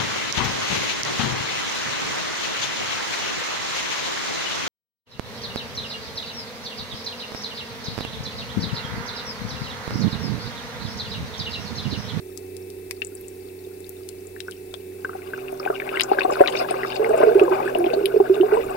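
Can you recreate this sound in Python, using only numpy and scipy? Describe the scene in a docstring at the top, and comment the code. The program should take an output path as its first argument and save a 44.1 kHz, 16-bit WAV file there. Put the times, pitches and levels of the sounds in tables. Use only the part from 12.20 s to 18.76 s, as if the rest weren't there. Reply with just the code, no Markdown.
"""Electric outboard motor, underwater

A small boat's motor hums, heard from a camera in the water. Halfway the hum gives way to a faster one
and the wake arrives: small bubbles plink and fizz, then big ones gulp close by. Sharp clicks snap now
and then. The camera's case booms near 400 Hz and lets the treble in mostly on its left."""
import sys
import numpy as np
from scipy import signal
from scipy.fft import rfft, irfft
from scipy.io import wavfile
from scipy.ndimage import uniform_filter1d

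SR = 44100
rng = np.random.default_rng(int(sys.argv[2]) if len(sys.argv) > 2 else 0)


def master(y):
    """Save y as 16-bit WAV."""
    cut = np.clip(np.atleast_2d(y).T, -1, 1)
    pcm = np.round(cut * 32767)  # scale
    wavfile.write(sys.argv[1], SR, pcm.astype(np.int16))


N = 289296
TIME, FREQS = np.arange(N) / SR, np.fft.rfftfreq(N, 1 / SR)


# How loud the slow hum and the fast hum are: t/s, level/dB
SLOW_LEVELS = [(0, -44.5), (.35, -40.5), (.75, -43), (1.5, -43.5), (2.5, -43.5), (2.8, -41.5), (3.0, -42),
               (3.15, -44.5)]
FAST_LEVELS = [(2.97, -57), (3.16, -35.5), (3.5, -35.5), (4.1, -36.5), (5, -32), (6.56, -33)]
# The tones in each hum: multiple of the shaft's turning rate, level/dB
SLOW_TONES = [(3, -7.5), (6, -15.5), (8, -37), (9, -11.5), (10, -26), (11, -19), (12, 2), (13, -4),
              (14, -11.5), (15, -10), (24, -19), (25, -23), (27, -28.5), (75, -29), (84, -19.5)]
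FAST_TONES = [(1, -24.5), (3, -16.5), (4, -23.5), (6, -13.5), (9, 1), (10, -12), (11, -15), (12, -36),
              (14, -17), (84, -33.5)]

def motor(slow_turns_per_s=31.11, fast_turns_per_s=42.48, whine_hz=14165):
    """A slow hum gives way to a fast one, joined by the thin whine of the drive switching its current."""
    angle = 2 * np.pi * np.cumsum(whine_hz + 4 * drift(25.3)) / SR
    whine = amp(-70 + 3 * drift(15)) * np.sin(angle)
    sizzle = amp(-55) * drift(760) * np.cos(angle)
    fade_in = np.clip((TIME - FAST_LEVELS[0][0]) / 0.15, 0, 1)
    slow = hum(slow_turns_per_s, SLOW_LEVELS, SLOW_TONES)
    fast = hum(fast_turns_per_s, FAST_LEVELS, FAST_TONES)
    return slow + fast + fade_in * (whine + sizzle)


def hum(turns_per_s, levels, tones, throb_hz=389):
    """Tones locked to the propeller shaft beat together into one soft throb each turn."""
    times, level_db = np.transpose(levels)
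    turns = np.cumsum(turns_per_s * (1 + 0.0012 * drift(5.2))) / SR
    out = np.zeros(N)
    for multiple, db in tones:
        lag = (multiple - throb_hz / turns_per_s) ** 2  # grows away from the strongest tones
        out += amp(db + 0.5 * drift(5)) * np.cos(2 * np.pi * multiple * turns - lag)
    running = uniform_filter1d(((TIME >= times[0]) & (TIME <= times[-1])) * 1., size=4000)
    return np.sqrt(2) * out * amp(np.interp(TIME, times, level_db)) * running


# The clearest big bubbles: t/s, level/dB, f/Hz, length/s
BIG_BUBBLES = [(1.471, -31, 400, 0.0077), (3.5, -11.5, 390, 0.0086), (4.796, -14, 424, 0.057),
               (4.832, -13.5, 437.5, 0.054), (4.893, -14.5, 422, 0.034), (4.937, -11, 630, 0.02),
               (4.94, -13.5, 455, 0.021), (5.03, -10, 447, 0.031), (5.069, -5, 417, 0.012),
               (5.083, -10.5, 418, 0.019), (5.154, -3, 381, 0.02), (5.214, -1.5, 386, 0.013),
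               (5.228, -14, 334, 0.033), (5.278, -13, 470, 0.012), (5.31, -12.5, 360.4, 0.038),
               (5.457, -17, 368, 0.023), (5.574, -20, 356, 0.028), (5.59, -16, 340.8, 0.066),
               (5.615, -27, 326, 0.026), (5.662, -13.5, 342, 0.017), (5.766, -13.5, 387.5, 0.03),
               (5.811, -12.5, 386, 0.0067), (5.835, -14, 380, 0.05), (5.941, -8.5, 417, 0.012),
               (5.962, -6.5, 407, 0.015), (6.001, -3.5, 378, 0.017), (6.098, -5, 367, 0.031),
               (6.172, -16, 396, 0.017), (6.202, -5.5, 356.5, 0.028), (6.234, -10, 399, 0.025),
               (6.323, -7.5, 411.5, 0.03), (6.373, -14.5, 441, 0.032)]

def gulps(relax_s=0.0014, glide=0.0563):
    """A big bubble breaks off tight and high, relaxes, then lifts in pitch until it is choked off."""
    out, t = np.zeros(N), np.arange(5000) / SR
    case_note = bubble(hz=585, cycles=0.81, rise=0.22, glide=0.014)
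    for start, db, hz, length in BIG_BUBBLES:
        shape = (1 - np.exp(-t * hz / 1.05)) * np.exp(-(t / length) ** 2)
        pitch = hz * (1 + 0.35 * np.exp(-t / relax_s) + glide * t / length)
        add(out, start, amp(db) * shape / shape.max() * np.sin(2 * np.pi * np.cumsum(pitch) / SR))
        add(out, start, amp(db - 15) * case_note)  # each gulp also rings the case's upper note
    return out


# The nearest small bubbles: t/s, level/dB, f/Hz
SMALL_BUBBLES = [(0.819, -15.5, 2610), (2.163, -32, 1740), (2.283, -24, 1440), (2.321, -30.5, 3020),
                 (2.541, -23, 3300), (2.847, -15, 1490), (2.894, -23.5, 1260), (2.933, -29, 1390),
                 (2.952, -27, 740), (3.02, -34, 2220), (3.135, -20.5, 1504), (3.178, -28, 1300),
                 (3.283, -26.5, 2560), (3.327, -23.5, 658), (3.4, -24.5, 1200), (3.43, -31, 2340),
                 (3.452, -20.5, 2340), (3.462, -17.5, 756), (3.475, -17.5, 1470), (3.501, -15.5, 660),
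                 (3.503, -20, 1314), (3.545, -33, 1150), (3.579, -34, 2360), (3.6, -16, 2230),
                 (3.62, -22, 1730), (3.676, -30, 1460), (3.691, -18.5, 2460), (3.741, -20, 1350),
                 (3.756, -24.5, 1440), (3.772, -12, 2020), (3.916, -7.5, 766), (3.934, -20, 1280),
                 (3.9861, -9, 1564), (4.008, -12.5, 2430), (4.017, -15, 2540), (4.018, -21.5, 1050),
                 (4.05, -11, 710), (4.053, -18, 1090), (4.094, -18, 676), (4.1, -15.5, 1115),
                 (4.125, -16.5, 567), (4.156, -20.5, 1400), (4.169, -20.5, 1230), (4.207, 1.5, 554),
                 (4.209, -4.5, 691), (4.238, -16, 1400), (4.26, -17, 2310), (4.275, -8.5, 3740),
                 (4.282, -14, 2920), (4.281, -15, 1980), (4.353, -15, 2260), (4.373, -20, 2640),
                 (4.414, -19.5, 636), (4.487, -23, 1250), (4.51, -14.5, 663), (4.541, -20.5, 1170),
                 (4.633, -15, 1890), (4.649, -18.5, 1240), (4.721, -21, 2850), (4.765, -20, 4420),
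                 (4.796, -19, 556), (4.845, -16, 2060), (4.909, -13, 644), (4.985, -14, 630),
                 (5.004, -9, 570), (5.015, -17.5, 1000), (5.023, -21, 1150), (5.034, -7, 617),
                 (5.036, -18, 1410), (5.196, -15, 2510), (5.28, -17.5, 995), (5.325, -22, 1130),
                 (5.403, -20.5, 814), (5.477, -18.5, 1630), (5.549, -19, 2760), (5.555, -13, 653),
                 (5.607, -16, 670), (5.642, -21, 2410), (5.645, -16, 670), (5.661, -24, 3070),
                 (5.666, -16.5, 667), (5.702, -23.5, 2470), (5.725, -31, 1530), (5.736, -12, 622),
                 (6.002, -14, 753), (6.155, -29, 2670), (6.211, -22, 2920), (6.233, -16, 687),
                 (6.371, -14.5, 957)]

def plinks(case_hz=416.5, hardest_knock_hz=804):
    """Each near bubble rings, sheds a short crackle just below its own pitch and knocks on the case with its
    pressure."""
    out, knock = np.zeros(N), bubble(case_hz, cycles=1.62, rise=0.92, glide=0)
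    for start, db, hz in SMALL_BUBBLES:
        add(out, start, amp(db) * bubble(hz, cycles=4.6, rise=0.6, glide=0.03))
        add(out, start, amp(db - 11) * crackle(0.86 * hz))
        octaves_away = abs(np.log2(hz / hardest_knock_hz))
        add(out, start, amp(db - 1.5 - 8 * octaves_away) * knock)
    return cut_bass(out, 174)  # a bubble gives off little bass


def bubble(hz, cycles, rise, glide):
    """One bubble rings and dies away, its pitch lifting as it floats up."""
    age = np.arange(int(7 * cycles * SR / hz)) * hz / SR  # counted in cycles, like the rise and fade
    shape = (1 - np.exp(-age / rise)) * np.exp(-age / cycles)
    return shape / shape.max() * np.sin(2 * np.pi * age * (1 + glide * age / cycles / 2))


def crackle(hz, fade_s=0.0051):
    """A short puff of noise around one pitch."""
    t, freqs = np.arange(2048) / SR, np.fft.rfftfreq(2048, 1 / SR)
    fizz = irfft(rfft(rng.standard_normal(len(t))) * band(freqs, hz, octaves=0.74))
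    puff = fizz * (1 - np.exp(-t * hz)) * np.exp(-t / fade_s)
    return puff / abs(puff).max()


# How thick the wake is around the camera: t/s, large bubbles' level/dB, small bubbles' level/dB
WAKE_THICKNESS = [(2.7, -13, -28), (3.1, -12, -5), (3.4, -10.5, -14), (3.5, -4, -1.5), (3.95, -2.5, -2),
                  (4.15, 2, 3.5), (4.65, -1, -1), (5.05, 1.5, 0.5), (5.55, -0.5, -3.5), (6.0, -6.5, -6),
                  (6.56, -2, -0.5)]

def wake():
    """Clouds of bubbles swell over a soft wash of far ones as the wake arrives; faint pips never stop."""
    times, large, small = np.transpose(WAKE_THICKNESS)
    fade_in = np.clip((TIME - times[0]) / 0.35, 0, 1)
    clumps = unit(amp(2.3 * drift(25)))  # shared by bubbles of every size
    gurgle = cloud(515, 1080, per_s=900, spread_db=5, tilt_db=-10, cycles=4.7, clumping=0.39, sizes=14)
    babble = cloud(1082, 1655, per_s=400, spread_db=5, tilt_db=-1, cycles=6, clumping=0.5, sizes=8)
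    fizz = cloud(1900, 5200, per_s=1000, spread_db=6, tilt_db=-14, cycles=10, clumping=0.75, sizes=22)
    spray = cloud(7370, 13900, per_s=540, spread_db=14.5, tilt_db=-12, cycles=8.8, clumping=.49, sizes=16)
    layers = (swell(large, db=-29, follow=1.76) * gurgle
              + swell(large, db=-37, follow=1) * babble
              + swell(small, db=-43, follow=0.9) * fizz
              + swell(small, db=-51, follow=1.96) * spray
              + swell(large, db=-41.5, follow=0.96) * wash())
    pips = cloud(1248, 6070, per_s=180, spread_db=5, tilt_db=1, cycles=7.7, clumping=0.39, sizes=14)
    return fade_in * clumps * layers + amp(-63) * pips


def swell(thickness_db, db, follow):
    """A layer grows louder with the wake, by `follow` dB for each dB of thickness."""
    times = np.transpose(WAKE_THICKNESS)[0]
    return amp(db + follow * np.interp(TIME, times, thickness_db))


def cloud(low_hz, high_hz, per_s, spread_db, tilt_db, cycles, clumping, sizes):
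    """Bubbles of many sizes are born in clumps; tilt_db is the change in level for each octave up."""
    out, chance = np.zeros((2, N)), per_s / sizes / SR * np.exp(clumping * drift(25))
    for hz in np.geomspace(low_hz, high_hz, sizes):
        births = rng.random(N) < chance
        strengths = amp(spread_db * np.minimum(rng.exponential(1, N), 3.5))
        ring = bubble(hz, cycles * (.5 + rng.random()), rise=1, glide=rng.uniform(-0.011, 0.058))
        rings = signal.oaconvolve(births * strengths, ring / np.linalg.norm(ring))[:N]
        rings *= amp(tilt_db * np.log2(hz / low_hz))
        delay = round(rng.normal(0, .0001) * SR)  # each direction has its own left-right delay
        out += [rings, np.roll(rings, delay)]
    return unit(out)


# Two surges of big bubbles passing by: middle t/s, level/dB, half length/s
BUBBLE_SURGES = [(5.086, 1.5, 0.19), (6.02, -4, 0.46)]

def surges():
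    """In each surge many weaker big bubbles glug at the case's two low notes."""
    strength = sum(amp(db) * bump(middle, half_s) for middle, db, half_s in BUBBLE_SURGES)
    low = cloud(361, 470, per_s=120, spread_db=5.5, tilt_db=14, cycles=5, clumping=0.31, sizes=10)
    high = cloud(632, 667, per_s=92, spread_db=0, tilt_db=5, cycles=13, clumping=0.51, sizes=6)
    return strength * amp(-25.5) * low + strength ** 2 * amp(-30.5) * high


# The largest swarms of bubbles: middle t/s, level/dB, centre f/Hz, half length/s
SWARMS = [(3.562, -38.5, 3140, 0.018), (3.768, -28, 1730, 0.03), (4.136, -37, 4260, 0.019),
          (4.299, -34, 8550, 0.0077), (4.325, -38, 4700, 0.0065), (4.378, -35.5, 4500, 0.031),
          (4.503, -37, 2920, 0.0084), (4.672, -36, 4560, 0.0058), (4.71, -41.5, 3360, 0.055),
          (4.758, -36.5, 4600, 0.0058), (4.944, -29, 1460, 0.013), (5.03, -23.5, 1280, 0.023),
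          (5.331, -23, 1370, 0.013), (5.4, -34.5, 1150, 0.031), (5.512, -39, 1700, 0.013),
          (5.739, -35.5, 3930, 0.0066), (6.145, -38.5, 4280, 0.0082), (6.319, -29.5, 1070, 0.048)]

def swarms():
    """Pockets of air break into short, dense swarms of bubbles of roughly one size."""
    dense = cloud(631, 9700, per_s=3300, spread_db=6.5, tilt_db=-4.5, cycles=8, clumping=0.39, sizes=32)
    out = np.zeros((2, N))
    for middle, db, hz, half_s in SWARMS:
        swarm = unit(filtered(dense, band(FREQS, hz, octaves=1)))
        out += amp(db) * swarm * bump(middle, half_s)
    return out


# The sharpest clicks: t/s, level/dB, centre f/Hz, width/octaves
SHARP_CLICKS = [(0.175, -20.5, 7800, 0.71), (0.367, -26, 8300, 0.88), (0.502, -28.5, 6900, 1.4),
                (0.71, -13, 7300, 1.4), (0.711, -19.5, 2270, 0.26), (0.71, -37, 1200, 0.3),
                (0.82, -24, 3900, 0.68), (0.848, -21.5, 7600, 0.4), (0.87, -26.5, 7640, 0.11),
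                (.952, -23.5, 8640, 0.3), (1.011, -27, 14000, 0.41), (1.083, -25.5, 8200, 0.49),
                (1.605, -30, 8300, 0.43), (1.644, -36, 4060, .3), (1.693, -19.5, 12500, 0.94),
                (1.889, -22.5, 6800, 1.13), (2.07, -31, 7800, 0.39), (2.204, -16.5, 4350, 1.02),
                (2.311, -22, 7140, 1.1), (2.54, -23.5, 2750, 2.1), (3.322, -29.5, 10000, 0.76),
                (3.398, -25.5, 4970, 0.18), (3.797, -7, 3030, 0.53), (3.809, -9, 11400, 1.3),
                (3.808, -4, 2620, 0.61), (3.816, -11.5, 4240, 0.5), (3.835, -13, 6430, 0.3),
                (3.995, -20.5, 4200, 0.43), (4.034, -24, 3900, 0.2), (4.509, -19.5, 8960, 0.16),
                (5.586, -23.5, 10300, 0.21), (5.857, -9, 3260, 0.5), (5.858, -12.5, 11200, 0.29)]
# How the case colours a click: f/Hz, level/dB
CLICK_COLOUR = [(500, 18), (1300, 11), (2400, 4.5), (3600, 2.5), (4800, 4.5), (6200, -1.5), (7700, 2),
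                (10000, 2.5), (12700, 2), (15000, -3.5)]

def clicks(snap_s=0.0011, rattle_s=0.0023):
    """A snap reaches each microphone by its own path and leaves a duller rattle in the case."""
    out, t, freqs = np.zeros((2, N)), np.arange(2048) / SR, np.fft.rfftfreq(2048, 1 / SR)
    faint_clicks = [(when * N / SR, -38 + 6 * (size - .5), 5500 * 2 ** (pitch - .5), 0.7)
                    for when, size, pitch in rng.random((12, 3))]
    dulling = 1 / (1 + (freqs / 4500) ** 2)
    lead_in = 64  # samples of room for the click's onset
    for start, db, hz, octaves in faint_clicks + SHARP_CLICKS:
        snap_noise, rattle_noise = rng.standard_normal((2, 2, len(t)))
        snap = rfft(snap_noise * np.exp(-t / snap_s))
        rattle = amp(4) * rfft(rattle_noise * np.exp(-t / rattle_s)) * dulling
        colour = band(freqs, hz, octaves) * amp(look_up(CLICK_COLOUR, freqs))
        both_sides = np.roll(irfft((snap + rattle) * colour), lead_in, axis=1)
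        for side, click in zip(out, both_sides):
            add(side, start - lead_in / SR, amp(db) * click / abs(click).max())
    return out


# The colour of far-off bubbles: f/Hz, level/dB
WASH_COLOUR = [(450, -23), (720, 3), (1000, -8), (1450, -4), (2400, -9.5), (5000, -25), (8000, -48)]

def wash():
    """Far bubbles blur into a soft noise, different on each side."""
    return np.array([noise(WASH_COLOUR), noise(WASH_COLOUR)])


# The colours of the water's rumble and the case's boom: f/Hz, level/dB
RUMBLE_COLOUR = [(10, -45), (25, -3), (38, -11.5), (60, -10.5), (110, -10.5), (200, -17.5), (300, -3.5),
                 (600, -41.5)]
BOOM_COLOUR = [(100, -28), (200, -13.5), (285, -15), (335, -1), (420, 2.5), (460, -5), (600, -48),
               (800, -18), (1200, -37.5)]

def flow():
    """Moving water rumbles and keeps the case booming, more so in the wake; one eddy rolls past."""
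    _, large, _ = np.transpose(WAKE_THICKNESS)
    eddy = amp(-41) * bump(middle_s=6.45, half_s=0.078)
    rumble = (swell(large, db=-51.5, follow=0.24) + eddy) * noise(RUMBLE_COLOUR)
    boom = swell(large, db=-37, follow=0.77) * noise(BOOM_COLOUR)
    return rumble + boom


# The colour of the hiss: f/Hz, level/dB
HISS_COLOUR = [(200, -26), (500, 18), (760, 13), (1000, 3.5), (1400, 2), (1850, 9), (2350, 12),
               (3150, -2.5), (3550, 5.5), (6500, 0.5), (9000, 7.5), (12000, 5), (15000, 7.5), (15600, 8.5)]
# Which way the hiss leans: f/Hz, left minus right level/dB
HISS_BALANCE = [(400, 26), (750, 14), (1150, 4), (1700, -2), (2400, 5), (3700, 6.5), (5500, -0.5),
                (8500, 8), (15000, 5.5)]

def hiss():
    """A steady hiss, unrelated in the two microphones."""
    return amp(-48.5) * filtered([noise(HISS_COLOUR), noise(HISS_COLOUR)], left_right(HISS_BALANCE))


def echoes(sound, fade_s=0.059):
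    """Hull, surface and sand send back a brief wash of treble, different on each side."""
    t = np.arange(4000) / SR
    tail = rng.standard_normal((2, len(t))) * amp(-60 * t / fade_s) * (1 - np.exp(-t / 0.00027))
    tail = cut_bass(tail / np.linalg.norm(tail[0]), 464)
    return signal.oaconvolve(sound, tail, axes=1)[:, :N]


# The pitches that the case's walls boost or weaken: f/Hz, level/dB
WALL_COLOUR = [(560, -1), (740, -0.5), (960, -3), (1400, 0), (1950, -6), (2350, 1), (2800, 1), (3250, -6),
               (3600, -1), (4150, -1.5), (4800, 4.5), (6300, -2.5), (8000, -2)]

def case_walls(sound):
    """Bubbles farther off are heard through the ringing walls of the case."""
    return filtered(sound, amp(look_up(WALL_COLOUR, FREQS)))


# Which microphone the case favours: f/Hz, left minus right level/dB
CASE_BALANCE = [(60, -2.5), (200, -1), (330, -2.5), (450, -7), (630, 2.5), (760, 4), (1000, 11), (1600, 4),
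                (2500, 13), (4200, 13.5), (5600, 1), (8500, 22), (15000, 2.5)]
# How far the left side's wave runs ahead: f/Hz, phase/radians
LEFT_LEAD = [(150, 0.37), (390, 0.47), (470, 1.32), (630, 1.3), (760, 3.3), (900, 4.23), (1400, 5.13)]

def case_microphones(sound):
    """The case passes each pitch to its two microphones with a different strength and timing."""
    timing = np.exp(1j * np.outer([1, 0], look_up(LEFT_LEAD, FREQS)))
    return filtered(sound, left_right(CASE_BALANCE) * timing)


def amp(db):
    """Turns decibels into a gain."""
    return 10 ** (np.asarray(db) / 20)


def unit(x):
    """Scales a signal to an average power of one."""
    return x / np.sqrt(np.mean(x ** 2) + 1e-20)


def add(mix, start_s, sound):
    """Adds a sound into the mix at the given time."""
    part = mix[max(round(start_s * SR), 0):][:len(sound)]
    part += sound[:len(part)]


def bump(middle_s, half_s):
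    """A gain that swells and fades evenly around one moment."""
    return np.exp(-((TIME - middle_s) / half_s) ** 2)


def band(freqs, centre_hz, octaves):
    """Gains that keep only the pitches around a centre."""
    return np.exp(-(np.log2((freqs + 1) / centre_hz) / octaves) ** 2)


def look_up(table, freqs):
    """Reads between a table's rows, with octaves evenly spaced."""
    hz, values = np.transpose(table)
    return np.interp(np.log(freqs + 1), np.log(hz), values)


def left_right(balance):
    """Left and right gains for every frequency, keeping the average power."""
    lean = amp(look_up(balance, FREQS))
    return np.array([lean, np.ones_like(lean)]) / np.sqrt((1 + lean ** 2) / 2)


def filtered(sound, gains):
    """Gives each frequency of a sound its own gain."""
    return irfft(rfft(sound) * gains, N)


def cut_bass(sound, hz):
    """Weakens everything below hz."""
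    return signal.sosfilt(signal.butter(2, hz, "high", fs=SR, output="sos"), sound)


def noise(colour):
    """Noise with the given level at each frequency."""
    return unit(filtered(rng.standard_normal(N), amp(look_up(colour, FREQS))))


def drift(per_s):
    """A random wobble that changes up to about per_s times a second."""
    return unit(filtered(rng.standard_normal(N), np.exp(-(FREQS / per_s) ** 2)))


def scene():
    """All the water's sound reaches the two microphones through the case."""
    bubbles = plinks() + case_walls(wake() + amp(3.5) * swarms())
    snaps = clicks()
    reflected = echoes(amp(-6.5) * bubbles + amp(-8.5) * snaps)
    water = motor() + flow() + gulps() + surges() + bubbles + snaps + reflected
    return case_microphones(water) + hiss()


def record(dry, top_hz=15900):
    """Rounds off the loudest peaks softly, then cuts the highest treble."""
    rounded = dry / (1 + dry ** 6) ** (1 / 6)
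    treble_cut = signal.firwin(301, top_hz, window=("kaiser", 9), fs=SR)
    return signal.oaconvolve(rounded, treble_cut[None], "same")


dry = scene()
out = record(dry)
master(out)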